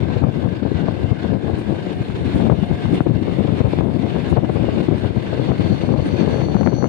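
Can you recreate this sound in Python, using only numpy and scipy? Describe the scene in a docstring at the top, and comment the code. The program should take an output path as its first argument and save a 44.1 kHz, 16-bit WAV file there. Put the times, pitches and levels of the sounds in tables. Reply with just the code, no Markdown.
"""Electric train at an open window

An electric train rolls along at night, heard by a phone at an open window. The draught, built of random
pressure pulses, buffets the left microphone port hard and the right one lightly. Filtered noise makes the
roar of wheels and rails and the air hiss, and a wavering sine makes a faint motor whine. Towards the end
a wheel flange starts to squeal on a curve: sines inside bands of flickering noise."""
import sys
import numpy as np
from scipy import signal
from scipy.fft import rfft, irfft, next_fast_len
from scipy.io import wavfile
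from scipy.ndimage import uniform_filter1d

SR = 44100
rng = np.random.default_rng(int(sys.argv[2]) if len(sys.argv) > 2 else 0)


def dump(signal):
    """Clip the signal to [-1, 1] and save it as 16-bit WAV at the path in sys.argv[1]."""
    limited = np.clip(np.atleast_2d(signal).T, -1, 1)
    pcm = np.round(limited * 32767).astype(np.int16)
    wavfile.write(sys.argv[1], SR, pcm)


N = 303433
PORT_LAG = 19  # samples by which sound reaches the right port after the left

# Wheel and rail resonances. Each row: centre in Hz, width in Hz, left boost in dB, right boost in dB.
WHEEL_MODES = [(1579, 270, 5, 8), (2087, 360, 0.5, 6.5), (2730, 150, -2.5, 2), (3595, 200, 5, 1),
               (4354, 270, 5.5, -1), (5050, 220, 3.5, 2.5)]


def undb(db):
    """Amplitude ratio from decibels, by the definition of level."""
    return 10 ** (np.asarray(db) / 20)


def unit(x):
    """Normalization to a root-mean-square value of 1."""
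    return x / np.sqrt(np.mean(x ** 2))


def noise():
    """White noise: equal mean power at every frequency."""
    return rng.standard_normal(N)


def curves(table):
    """Linear interpolation in time of each column after the first, which holds seconds."""
    s, *columns = np.transpose(table)
    return [np.interp(np.arange(N) / SR, s, column) for column in columns]


def bumps(rows, rise_s, fall):
    """Superposition of one pulse per (seconds, dB) row, with a Gaussian rise up to its time."""
    t = np.arange(0, N / SR, .002)
    rows = np.array(rows)
    late = t - rows[:, :1]
    pulses = np.exp(-np.where(late < 0, (late / rise_s) ** 2, fall(late)))
    return np.interp(np.arange(N) / SR, t, rows[:, 1] @ pulses)


def walk(rate):
    """Random modulation: levels held for 1 / rate seconds, smoothed twice, rms 1."""
    k = int(SR / rate)
    steps = np.repeat(rng.standard_normal(N // k + 1), k)
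    return unit(uniform_filter1d(uniform_filter1d(steps, k), k)[:N])


def colour(x, points, modes=()):
    """Zero-phase spectral shaping through (Hz, dB) points and (Hz, width, dB) resonances."""
    size = next_fast_len(N)
    hz = np.arange(size // 2 + 1) * SR / size + 1  # 1 Hz up, so that the logarithm exists
    point_hz, point_db = np.array(points).T
    db = np.interp(np.log(hz), np.log(point_hz), point_db)
    db = db + sum(gain * np.exp(-2 * ((hz - f) / width) ** 2) for f, width, gain in modes)
    return irfft(rfft(x, size) * undb(db), size)[:N]


def band(x, lo_hz, hi_hz):
    """Band-pass filtering with a maximally flat response."""
    return signal.sosfilt(signal.butter(2, [lo_hz, hi_hz], "band", fs=SR, output="sos"), x)


def tone(hz, wobble_hz, flicker_db):
    """Frequency and amplitude modulation of a sine, rms 1 before the flicker."""
    phase = 2 * np.pi * np.cumsum(hz + wobble_hz * walk(20)) / SR
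    return np.sqrt(2) * undb(flicker_db * walk(33)) * np.sin(phase)


def singing(hz, width_hz, drift_hz):
    """Quadrature modulation: slow noise on a wandering carrier gives a thin, drifting band."""
    k = int(SR / width_hz)
    phase = 2 * np.pi * np.cumsum(hz + drift_hz * walk(6)) / SR
    return unit(sum(uniform_filter1d(uniform_filter1d(noise(), k), k) * f(phase) for f in (np.sin, np.cos)))


def eddies(points, steady_s, evenness, per_s):
    """Turbulence as shot noise: scattered pressure pulses of uneven size, their slow swell evened out."""
    pulses = (rng.random(N) < per_s / SR) * noise()
    x = unit(colour(pulses, points))
    k = int(steady_s * SR)
    swell = uniform_filter1d(uniform_filter1d(x ** 2, k), k) + 0.019
    return unit(x / swell ** (evenness / 2))


def buffeting(dip_db):
    """Powers add: swells of three eddy sizes, all with one law for the rise and another for the fall."""
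    # Left-port wind between buffets. Each row: time in seconds, level in dB before the shares and dips.
    lulls = [(0, -17.5), (.5, -24), (.9, -18.5), (1.3, -25), (1.7, -24), (2.1, -29), (2.5, -19.5),
             (2.9, -28), (3.3, -20), (3.9, -23), (4.3, -19.5), (4.7, -20.5), (5.1, -22.5), (5.5, -21.5),
             (5.9, -22.5), (6.3, -17.5), (6.88, -14.5)]
    # Level offsets in dB of the large, middling and small eddies in the lulls, one per row.
    lull_shares = [
        [-1],
        [-2.5],
        [-9.5],
    ]
    # Left-port buffets. Each row: peak time in seconds, length in seconds, level in dB,
    # flutter over thud in dB, rustle relative to the level in dB.
    buffets = [(0.031, 0.016, -14, -6, -19), (0.109, 0.035, -26, -16, -0.5),
               (0.167, 0.018, -12.5, -10, -8.5), (0.221, 0.01, -9.5, 0, -14),
               (0.239, 0.021, -5.5, -1, -12.5), (0.279, 0.024, -11, -4.5, -11), (0.37, 0.036, -16, 4, -14),
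               (0.453, 0.05, -12.5, -2, -9.5), (0.525, 0.014, -14.5, -1, -12),
               (0.631, 0.017, -12, 11, -13.5), (0.664, 0.029, -13.5, -1, -8.5),
               (0.718, 0.012, -9.5, 20, -15), (0.755, 0.017, -11.5, -7, -16), (0.831, 0.037, -16, 14, -12),
               (0.887, 0.009, -8, 0, -5.5), (1.043, 0.019, -10, -9, -18), (1.119, 0.015, -7, -6, -12.5),
               (1.251, 0.017, -13, 6, -10), (1.327, 0.078, -13, 2, -11.5), (1.453, 0.038, -15.5, 2, -11),
               (1.492, 0.032, -15.5, 1, -6.5), (1.537, 0.011, -10, 0, -11), (1.583, 0.014, -12.5, 2, -11),
               (1.706, 0.054, -14, 3, -11.5), (1.87, 0.009, -6.5, 9, -15), (1.919, 0.01, -16, 5, -10),
               (1.965, 0.013, -16, 5, -25), (2.009, 0.015, -12.5, -10, -33),
               (2.103, 0.022, -14.5, -16, -26), (2.148, 0.013, -16.5, -11, -23),
               (2.217, 0.025, -15, -16, -18), (2.269, 0.031, -14, -2, -23), (2.357, 0.021, -7.5, -1, -16),
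               (2.45, 0.097, -11.5, 4.5, -11), (2.524, 0.02, -5, -9, -11.5), (2.59, 0.019, -12, -14, -21),
               (2.632, 0.013, -8, 1, -29), (2.72, 0.036, -10.5, -6.5, -15), (2.857, 0.017, -6.5, -11, -28),
               (2.891, 0.019, -13, -2, -13), (2.929, 0.032, -10, 7, -15.5), (2.978, 0.0094, -11, 1, -23),
               (3.01, 0.013, -7.5, 2, -22), (3.067, 0.012, -7, 8, -9), (3.103, 0.033, -9, -3, -15),
               (3.163, 0.047, -13, -2, -20), (3.219, 0.013, -11, 5, -31), (3.28, 0.026, -16, 15, -6.5),
               (3.327, 0.0061, -8.5, 13, -15), (3.401, 0.033, -10, 2, -11.5), (3.452, 0.013, -10.5, 2, -11),
               (3.492, 0.023, -12.5, 4, -7), (3.53, 0.03, -11.5, 1, -15.5), (3.609, 0.01, -6.5, -2, -6.5),
               (3.661, 0.033, -9, -9, -12.5), (3.733, 0.011, -6.5, 3, -11),
               (3.809, 0.068, -12.5, -3.5, -11.5), (3.879, 0.07, -14, 4, -11),
               (3.956, 0.024, -10.5, 3, -13.5), (3.999, 0.0099, -12.5, 10, -11.5),
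               (4.041, 0.034, -11.5, 3.5, -14), (4.165, 0.016, -14, 21, -7.5),
               (4.189, 0.0094, -12, -1, -12), (4.328, 0.019, -7, -1, -12), (4.378, 0.026, -9, -10, -8),
               (4.438, 0.027, -11.5, 1.5, -10.5), (4.498, 0.013, -12, -2, -5.5),
               (4.564, 0.015, -9.5, -3, -6.5), (4.614, 0.041, -12.5, -1, -13), (4.687, 0.0099, -9, 5, -8.5),
               (4.794, 0.062, -13.5, 19, -10), (4.887, 0.009, -5, 16, -23), (4.927, 0.042, -9.5, 0, -13),
               (5.049, 0.031, -11.5, -3, -12), (5.106, 0.01, -11, -1, -19), (5.172, 0.019, -9, -2, -13.5),
               (5.333, 0.016, -15.5, 10, -5), (5.402, 0.04, -14.5, -2, -8.5),
               (5.505, 0.044, -11, 0.5, -9.5), (5.603, 0.021, -7.5, 0.5, -17),
               (5.658, 0.026, -11.5, -1, -13.5), (5.721, 0.036, -9, 1, -15), (5.839, 0.011, -7.5, -7, -12),
               (5.917, 0.088, -12, 3, -9), (5.991, 0.012, -8, -21, -10.5), (6.028, 0.016, -15, -4, -18),
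               (6.06, 0.016, -14, 5, -13), (6.135, 0.013, -8.5, -1, -27), (6.216, 0.038, -9.5, 21, -11.5),
               (6.276, 0.0097, -13.5, 6, -5), (6.343, 0.084, -19, 0, -1), (6.42, 0.041, -15.5, 5, -6.5),
               (6.557, 0.018, -7.5, 3, -9.5), (6.619, 0.035, -11, 5, -12), (6.67, 0.025, -7.5, 10, -13.5),
               (6.73, 0.018, -10, -4, -10.5), (6.777, 0.026, -23.5, -5, -0.5),
               (6.831, 0.027, -13, 20, -8.5)]
    # Eddy spectra, large, middling and small. Each row: frequency in Hz, level in dB.
    large = [(20, -38.5), (43, -21), (86, -3), (130, -1), (170, -6.5), (260, -28), (600, -67), (4000, -130)]
    middling = [(60, -46.5), (120, -18), (180, 0.5), (260, -4), (370, -8.5), (480, -28), (1000, -62.5),
                (4000, -120)]
    small = [(200, -40), (340, -9), (450, 1.5), (600, -3), (800, -10.5), (1100, -18.5), (1600, -30),
             (3000, -46), (8000, -110)]
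    t = np.arange(N) / SR
    power = undb(2 * (curves(lulls)[0] - dip_db + np.array(lull_shares)))  # doubled dB: power
    for s, length, db, flutter_db, rustle_db in buffets:
        near = slice(max(int((s - .2) * SR), 0), int((s + .2) * SR))
        late = (t[near] - s) / length
        thud = 1 / (1 + undb(2 * flutter_db))
        share = np.array([[thud], [1 - thud], [undb(2 * rustle_db)]])
        swell = np.exp(-np.where(late < 0, 5.8 * np.abs(late) ** 2.37, 3.0 * late ** 2))
        power[:, near] += undb(2 * db) * share * swell
    sizes = (eddies(large, 0.026, 0.86, per_s=500),
             eddies(middling, 0.017, 0.86, per_s=700),
             eddies(small, 0.0085, 0.22, per_s=1000))
    return np.sum(np.sqrt(power) * sizes, axis=0)


def right_wind(level_db):
    """Turbulence at the right port: pressure pulses under a random, gusting level."""
    # Spectrum of the light wind. 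Each row: frequency in Hz, level in dB.
    spectrum = [(20, -49.5), (43, -17.5), (86, -4.5), (170, 2.5), (260, -2.5), (400, -5.5), (600, -20),
                (1000, -42), (2000, -60.5), (8000, -110)]
    return undb(level_db + 2.9 * walk(45)) * eddies(spectrum, 0.028, 0.93, per_s=1500)


def air_hiss(level_db):
    """Broadband flow noise: white noise shaped in frequency, its level flickering at random."""
    # Spectrum of the hiss. Each row: frequency in Hz, level in dB.
    spectrum = [(5000, -8), (7000, -5), (8200, -4.5), (9050, 2.5), (9900, -7.5), (11000, -13.5),
                (12500, -18.5), (16000, -25)]
    return undb(level_db + 1.2 * walk(40)) * unit(colour(noise(), spectrum))


def faint_hiss(gust_db):
    """Incoherent noise: independent white noise at each port, rising with the gusts."""
    base_db = -71
    return undb(base_db + .3 * gust_db + 1.5 * walk(8)) * rng.standard_normal((2, N))


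def scrape(roar):
    """Independent band modulation: neighbouring quarter octaves of the roar swell and fade on their own."""
    edges = 1100 * 2 ** np.arange(0, 2.8, .25)
    swells = [undb(1.6 * walk(26)) - 1 for _ in edges[1:]]
    return roar + sum(g * band(roar, lo, hi) for g, lo, hi in zip(swells, edges, edges[1:]))


def rolling_roar():
    """Wheel on rail excites resonances: a direct wave, delayed at the right port, plus scattered sound."""
    # Direct wave against scattered sound. Each row: frequency in Hz, relative level in dB.
    direct = [(100, 0.5), (450, -0.5), (900, -16.5), (1500, -12.5), (2200, -7), (3000, 0), (4400, -13),
              (5000, -10.5), (6000, -8.5), (7000, -26)]
    # Roar spectra at the two ports. Each row: frequency in Hz, level in dB.
    left_spectrum = [(60, -13), (300, 19), (1000, -0.5), (1400, -6), (2500, -5.5), (4000, -10.5),
                     (4900, -18), (5600, -24), (7000, -31), (16000, -57.5)]
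    right_spectrum = [(60, -20.5), (110, 14), (300, 5.5), (1000, 5.5), (1350, -6.5), (2500, -5.5),
                      (3600, -7.5), (3850, -10), (5500, -24.5), (7800, -23.5), (9000, -39.5),
                      (10200, -50.5), (16000, -51.5)]
    # Lowest wheel resonance ringing out. Each row: time in seconds, boost in dB before flicker.
    ringing = [(0, 5), (.8, 4), (1.4, 4.5), (2, 1), (2.5, 0.5), (3.5, -2), (5, 0), (6, 0), (6.88, 3)]
    wave = colour(noise(), direct)
    hz, width, *gains = np.transpose(WHEEL_MODES)
    ring_db = curves(ringing)[0] + 1.2 * walk(16)
    ports = []
    for points, gain, lag in zip((left_spectrum, right_spectrum), gains, (0, PORT_LAG)):
        roar = colour(np.roll(wave, lag) + noise(), points, zip(hz, width, gain))
        roar = roar / np.std(band(roar, 931, 3800))
        ring = band(roar, hz[0] - 190, hz[0] + 190)
        ports.append(roar + (undb(ring_db) - 1) * ring)
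    rattle = undb(.8 * walk(30) + 1.5 * walk(140))
    return rattle * undb([[1.5], [.1]]) * scrape(np.array(ports))


def wheel_singing():
    """Lightly damped resonance: the four lowest wheel modes sing in short, thin, wandering patches."""
    hz = np.transpose(WHEEL_MODES)[0]
    mode_db = (1.0, 0.5, -1.0, -2.0)
    patches = sum(undb(db + 3.2 * walk(14)) * singing(f, 110., 45.) for f, db in zip(hz, mode_db))
    return undb(-18.5) * np.array([patches, np.roll(patches, PORT_LAG)])


def motor_whine():
    """Tonal radiation: one sine near 708 Hz that wavers in pitch and level, alike at both ports."""
    # Motor whine. Each row: time in seconds, level in dB before the rolling level.
    whine = [(0, -17), (.8, -18), (1.2, -5.5), (2.2, -10.5), (2.8, -5), (3.2, -7), (3.6, -17), (4, -3),
             (4.4, -18.5), (6.88, -29)]
    return undb(curves(whine)[0]) * tone(708, wobble_hz=5.07, flicker_db=3.3)


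def slaps():
    """A pressure pulse of either sign with a fast-damped snap and a fizz, plus a brief crack of overload."""
    # Sharp slaps of air on the left port. Each row: start in seconds, pulse level in dB, then the
    # snap and the overload crack relative to the pulse in dB, all before the layer gains below.
    slap_rows = [(0.22, -18, -14, -49), (0.237, -15.5, -5.5, -26), (0.423, -19.5, -23, -41),
                 (0.624, -25.5, -11, -39), (0.661, -23, -15, -42), (0.884, -23, -15, -45),
                 (1.115, -24, -11, -39), (1.355, -25, -26, -46), (1.535, -30, -19, -42),
                 (2.099, -17, -12, -40), (2.353, -18.5, -15, -28), (2.399, -10.5, -28, -36),
                 (2.465, -15, -29, -44), (2.496, -4.5, -8, -33), (2.516, -16, -13, -45),
                 (2.633, -20, -8, -36), (2.711, -12, -30, -37), (2.853, -18, -9, -36),
                 (2.928, -19, -16, -36), (3.003, -18, 1, -40), (3.066, -16, -3, -35),
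                 (3.272, -18.5, -20, -37), (3.405, -14.5, -14, -46), (3.48, -16, -15, -44),
                 (3.607, -20.5, -14, -36), (3.652, -12.5, -13, -46), (3.683, -23, -17, -45),
                 (3.734, -27, -25, -38), (3.785, -11.5, -20, -44), (3.806, -7.5, -15, -33),
                 (4.154, -28, -26, -44), (4.325, -15, -10, -30), (4.368, -8.5, -8, -48),
                 (4.444, -18, -11, -40), (4.489, -21, -21, -33), (4.564, -17.5, -13, -41),
                 (4.642, -11, -26, -38), (4.686, -20.5, -20, -38), (4.794, -24.5, -18, -37),
                 (4.882, -16, -19, -36), (4.909, -16, -22, -40), (5.043, -19, -8, -32),
                 (5.165, -27.5, -14, -36), (5.492, -18.5, -18, -38), (5.515, -8.5, -11, -40),
                 (5.594, -12.5, -23, -36), (5.888, -15, -13, -40), (5.936, -12.5, -14, -43),
                 (5.993, -24.5, -18, -40), (6.352, -22, -26, -36), (6.414, -11.5, -23, -35),
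                 (6.461, -24, -16, -32), (6.483, -11.5, -33, -38), (6.496, -23, -21, -28),
                 (6.542, -20, 1, -38), (6.564, -14.5, -7, -44), (6.608, -10.5, -6, -46),
                 (6.613, -22.5, -14, -33), (6.629, -15.5, -3, -33), (6.66, -8.5, -9, -33),
                 (6.671, -16.5, 3, -33), (6.723, -29, -10, -33), (6.823, -10.5, -8, -40),
                 (6.84, -9.5, -8, -48), (6.855, -15.5, -9, -48)]
    # Spectra of the pulse, the edge of the snap and the overload crack.
    # Each row: frequency in Hz, level in dB.
    body_spectrum = [(100, -3.5), (350, 11.5), (800, 1), (1400, -15.5), (2500, -35), (8000, -87.5)]
    edge_spectrum = [(300, -13.5), (700, 0.5), (1300, 1), (2200, -10.5), (4000, -26), (9000, -48)]
    crack_spectrum = [(800, -21), (2000, 0.5), (5000, -4.5), (10000, -11), (16000, -16)]
    rise_s = 0.002967
    snap_hz, spread_oct, decay_s = 640, 0.46, 0.0011  # middle pitch, pitch spread, decay at that pitch
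    marks, snap = np.zeros((3, N)), np.zeros(N)  # marks: one impulse train per layer
    chance = rng.standard_normal((len(slap_rows), 2))
    t = np.arange(600) / SR
    for (s, db, snap_db, crack_db), (sign, pitch) in zip(slap_rows, chance):
        at = int((s + rise_s) * SR)
        marks[:, at] = np.sign(sign) * undb(db + np.array([0, snap_db, crack_db]))
        hz = snap_hz * 2 ** (spread_oct * np.clip(pitch, -1.5, 1.5))
        envelope = t * hz * np.exp(-t / decay_s * hz / snap_hz)  # higher snaps die sooner
        snap[at - 30:at + 570] += marks[1, at] * envelope * np.sin(2 * np.pi * hz * t)
    fizz_level = np.roll(np.convolve(marks[1], np.exp(-t / 0.0044))[:N], -40)
    fizz = band(fizz_level * unit(band(noise(), 530, 1300)), 600, 2600)
    body = undb(28.0) * colour(marks[0], body_spectrum)
    edge = undb(24.0) * colour(marks[1], edge_spectrum)
    crack = undb(20.0) * colour(marks[2], crack_spectrum)
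    return body + undb(13.0) * snap + edge + undb(-4) * fizz + crack


def squeal():
    """Stick-slip of a wheel flange: a thin whistle and a cluster of tones inside two bands of scraping."""
    # Flange squeal. Each row: time in seconds, whistle, lower scrape and upper scrape levels in dB,
    # before the onset and the port levels.
    flange = [(4.6, -63, -56, -68), (5.2, -59.5, -61, -73), (5.45, -59, -50, -68), (5.65, -56, -46, -63),
              (5.8, -57, -48, -60), (5.95, -60, -46, -61), (6.1, -58, -45, -59), (6.2, -50, -47, -52),
              (6.26, -51, -51, -63), (6.32, -48, -47, -52), (6.38, -49, -50, -56), (6.46, -47, -44, -54),
              (6.58, -47.5, -52, -53), (6.7, -49, -45, -50), (6.8, -44.5, -42, -43), (6.88, -50, -49, -46)]
    # Cluster tones. Each row: frequency in Hz, level relative to the upper scrape in dB.
    cluster_tones = [(5865, -12), (6075, -5), (6180, -6)]
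    whistle_db, lower_db, upper_db = curves(flange)
    onset = np.clip((np.arange(N) / SR - 4.4) / 0.86, 0, 1)  # grows from 4.4 s over 0.86 s
    stick_slip = undb(2.5 * walk(90))

    def scraping(lo_hz, hi_hz):
        """Band-limited friction noise, independent at each port, under one shared flicker."""
        return np.array([unit(stick_slip * band(band(noise(), lo_hz, hi_hz), lo_hz, hi_hz)) for _ in range(2)])

    whistle = undb(whistle_db) * tone(4435, wobble_hz=1.2, flicker_db=.8)
    cluster = sum(undb(db) * tone(hz, wobble_hz=6., flicker_db=3.0) for hz, db in cluster_tones)
    lower = undb(lower_db) * scraping(4120, 4670) + np.array([whistle, np.roll(whistle, PORT_LAG)])
    upper = undb(upper_db) * (scraping(5700, 6300) + np.array([cluster, np.roll(cluster, PORT_LAG)]))
    return onset * (undb([[.1], [-11]]) * lower + undb([[.1], [-6]]) * upper)


def level_dips():
    """Attack and release: all but the buffets and slaps sinks briefly, then recovers exponentially."""
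    # Dips. Each row: time of the lowest level in seconds, depth in dB.
    dip_rows = [(0.229, 8), (0.459, 3.5), (0.619, 5.5), (0.848, 2.5), (1.13, 4), (1.357, 4), (2.045, 2.5),
                (2.494, 4.5), (2.55, 3), (3.013, 6), (3.063, 3), (3.113, 5), (3.422, 4), (3.632, 4),
                (3.821, 7), (3.891, 2.5), (4.33, 2), (4.39, 5.5), (4.46, 1.5), (4.829, 4), (4.899, 3.5),
                (5.118, 5.5), (5.517, 4.5), (5.847, 2.5), (5.897, 3.5), (5.956, 4.5), (6.376, 1.5),
                (6.475, 3), (6.555, 2), (6.625, 2.5), (6.715, 4), (6.805, 3.5)]
    fall_s, recover_s = 0.019, 0.084
    return bumps(dip_rows, fall_s, lambda late: late / recover_s)


def gusts():
    """Gaussian swells of level: short gusts across the right port, which also lift the hisses."""
    # Gusts. Each row: peak time in seconds, rise in dB.
    gust_rows = [(0.239, 5.5), (0.369, 4), (0.459, 3), (1.028, 5), (1.596, 8), (2.265, 4), (2.365, 6.5),
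                 (2.953, 9), (3.033, 4), (3.732, 5.5), (4.31, 9), (4.43, 0), (4.54, 6), (4.749, 5),
                 (4.839, 6), (4.989, 7), (5.517, 4), (5.697, 5), (5.917, 5), (6.066, 8), (6.306, 4.5),
                 (6.366, 5), (6.485, 3), (6.555, 3), (6.635, 5), (6.765, 4.5)]
    gust_s = 0.032
    return bumps(gust_rows, gust_s, lambda late: (late / gust_s) ** 2)


def surges():
    """Gaussian swells of level: brief surges, and a few slight sags, of the rolling sound."""
    # Surges. Each row: peak time in seconds, rise in dB.
    surge_rows = [(0.13, 3.5), (0.78, 2), (1.23, 4.5), (2.33, 2.5), (2.82, 2), (2.96, 3.5), (3.3, 1),
                  (3.58, 2.5), (3.72, 2.5), (4.1, 3), (4.27, 1.5), (4.56, 4), (4.72, 1.5), (4.85, 4),
                  (5.07, 0.5), (5.32, -1), (5.55, 2), (5.77, -0.5), (6.08, 3), (6.2, 4), (6.32, 3.5),
                  (6.42, 2)]
    surge_s = 0.023
    return bumps(surge_rows, surge_s, lambda late: (late / surge_s) ** 2)


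def scene():
    """Linear superposition of the wind at each port and the train heard at both."""
    # Levels before gusts, surges and dips. Each row: time in seconds, rolling in dB,
    # right-port wind in dB, air hiss in dB.
    breeze = [(0, -42.5, -33, -66.5), (.7, -40, -33.5, -65), (1.4, -42.5, -34.5, -63.5),
              (2.3, -39.5, -28, -58.5), (3.3, -39, -29.5, -60), (4.3, -41, -30.5, -61),
              (5.1, -38, -32, -62.5), (5.8, -38.5, -29, -59), (6.4, -39, -30.5, -61.5),
              (6.6, -41.5, -31, -63), (6.88, -43.5, -33, -66)]
    dip_db, gust_db = level_dips(), gusts()
    roll_db, right_db, hiss_db = curves(breeze)
    hiss_db = hiss_db + 0.1331 * gust_db ** 2 - 0.65 * dip_db  # the hiss shares part of each dip
    wind = buffeting(dip_db)
    left = wind + slaps() + air_hiss(hiss_db)
    shared_wind = undb(-31) * np.roll(wind, PORT_LAG)  # left buffeting that also reaches the right port
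    right = right_wind(right_db + gust_db - dip_db) + shared_wind
    rolling = undb(roll_db + surges()) * (rolling_roar() + wheel_singing() + motor_whine())
    return undb(-dip_db) * (faint_hiss(gust_db) + rolling + squeal()) + np.array([left, right])


def record(dry):
    """Band limiting and soft saturation: the phone sheds deep bass, rounds loud peaks and cuts the top."""
    low_cut_hz, top_hz, ceiling, fade_s = 50, 15750, .95, .004
    fade = np.clip(np.arange(N) / SR / fade_s, 0, 1)
    x = dry * fade * fade[::-1]
    x = signal.sosfilt(signal.butter(2, low_cut_hz, "high", fs=SR, output="sos"), x)
    x = x / (1 + (x / ceiling) ** 4) ** (1 / 4)
    return signal.sosfilt(signal.ellip(14, .2, 80, top_hz, fs=SR, output="sos"), x)


dry = scene()
out = record(dry)
dump(out)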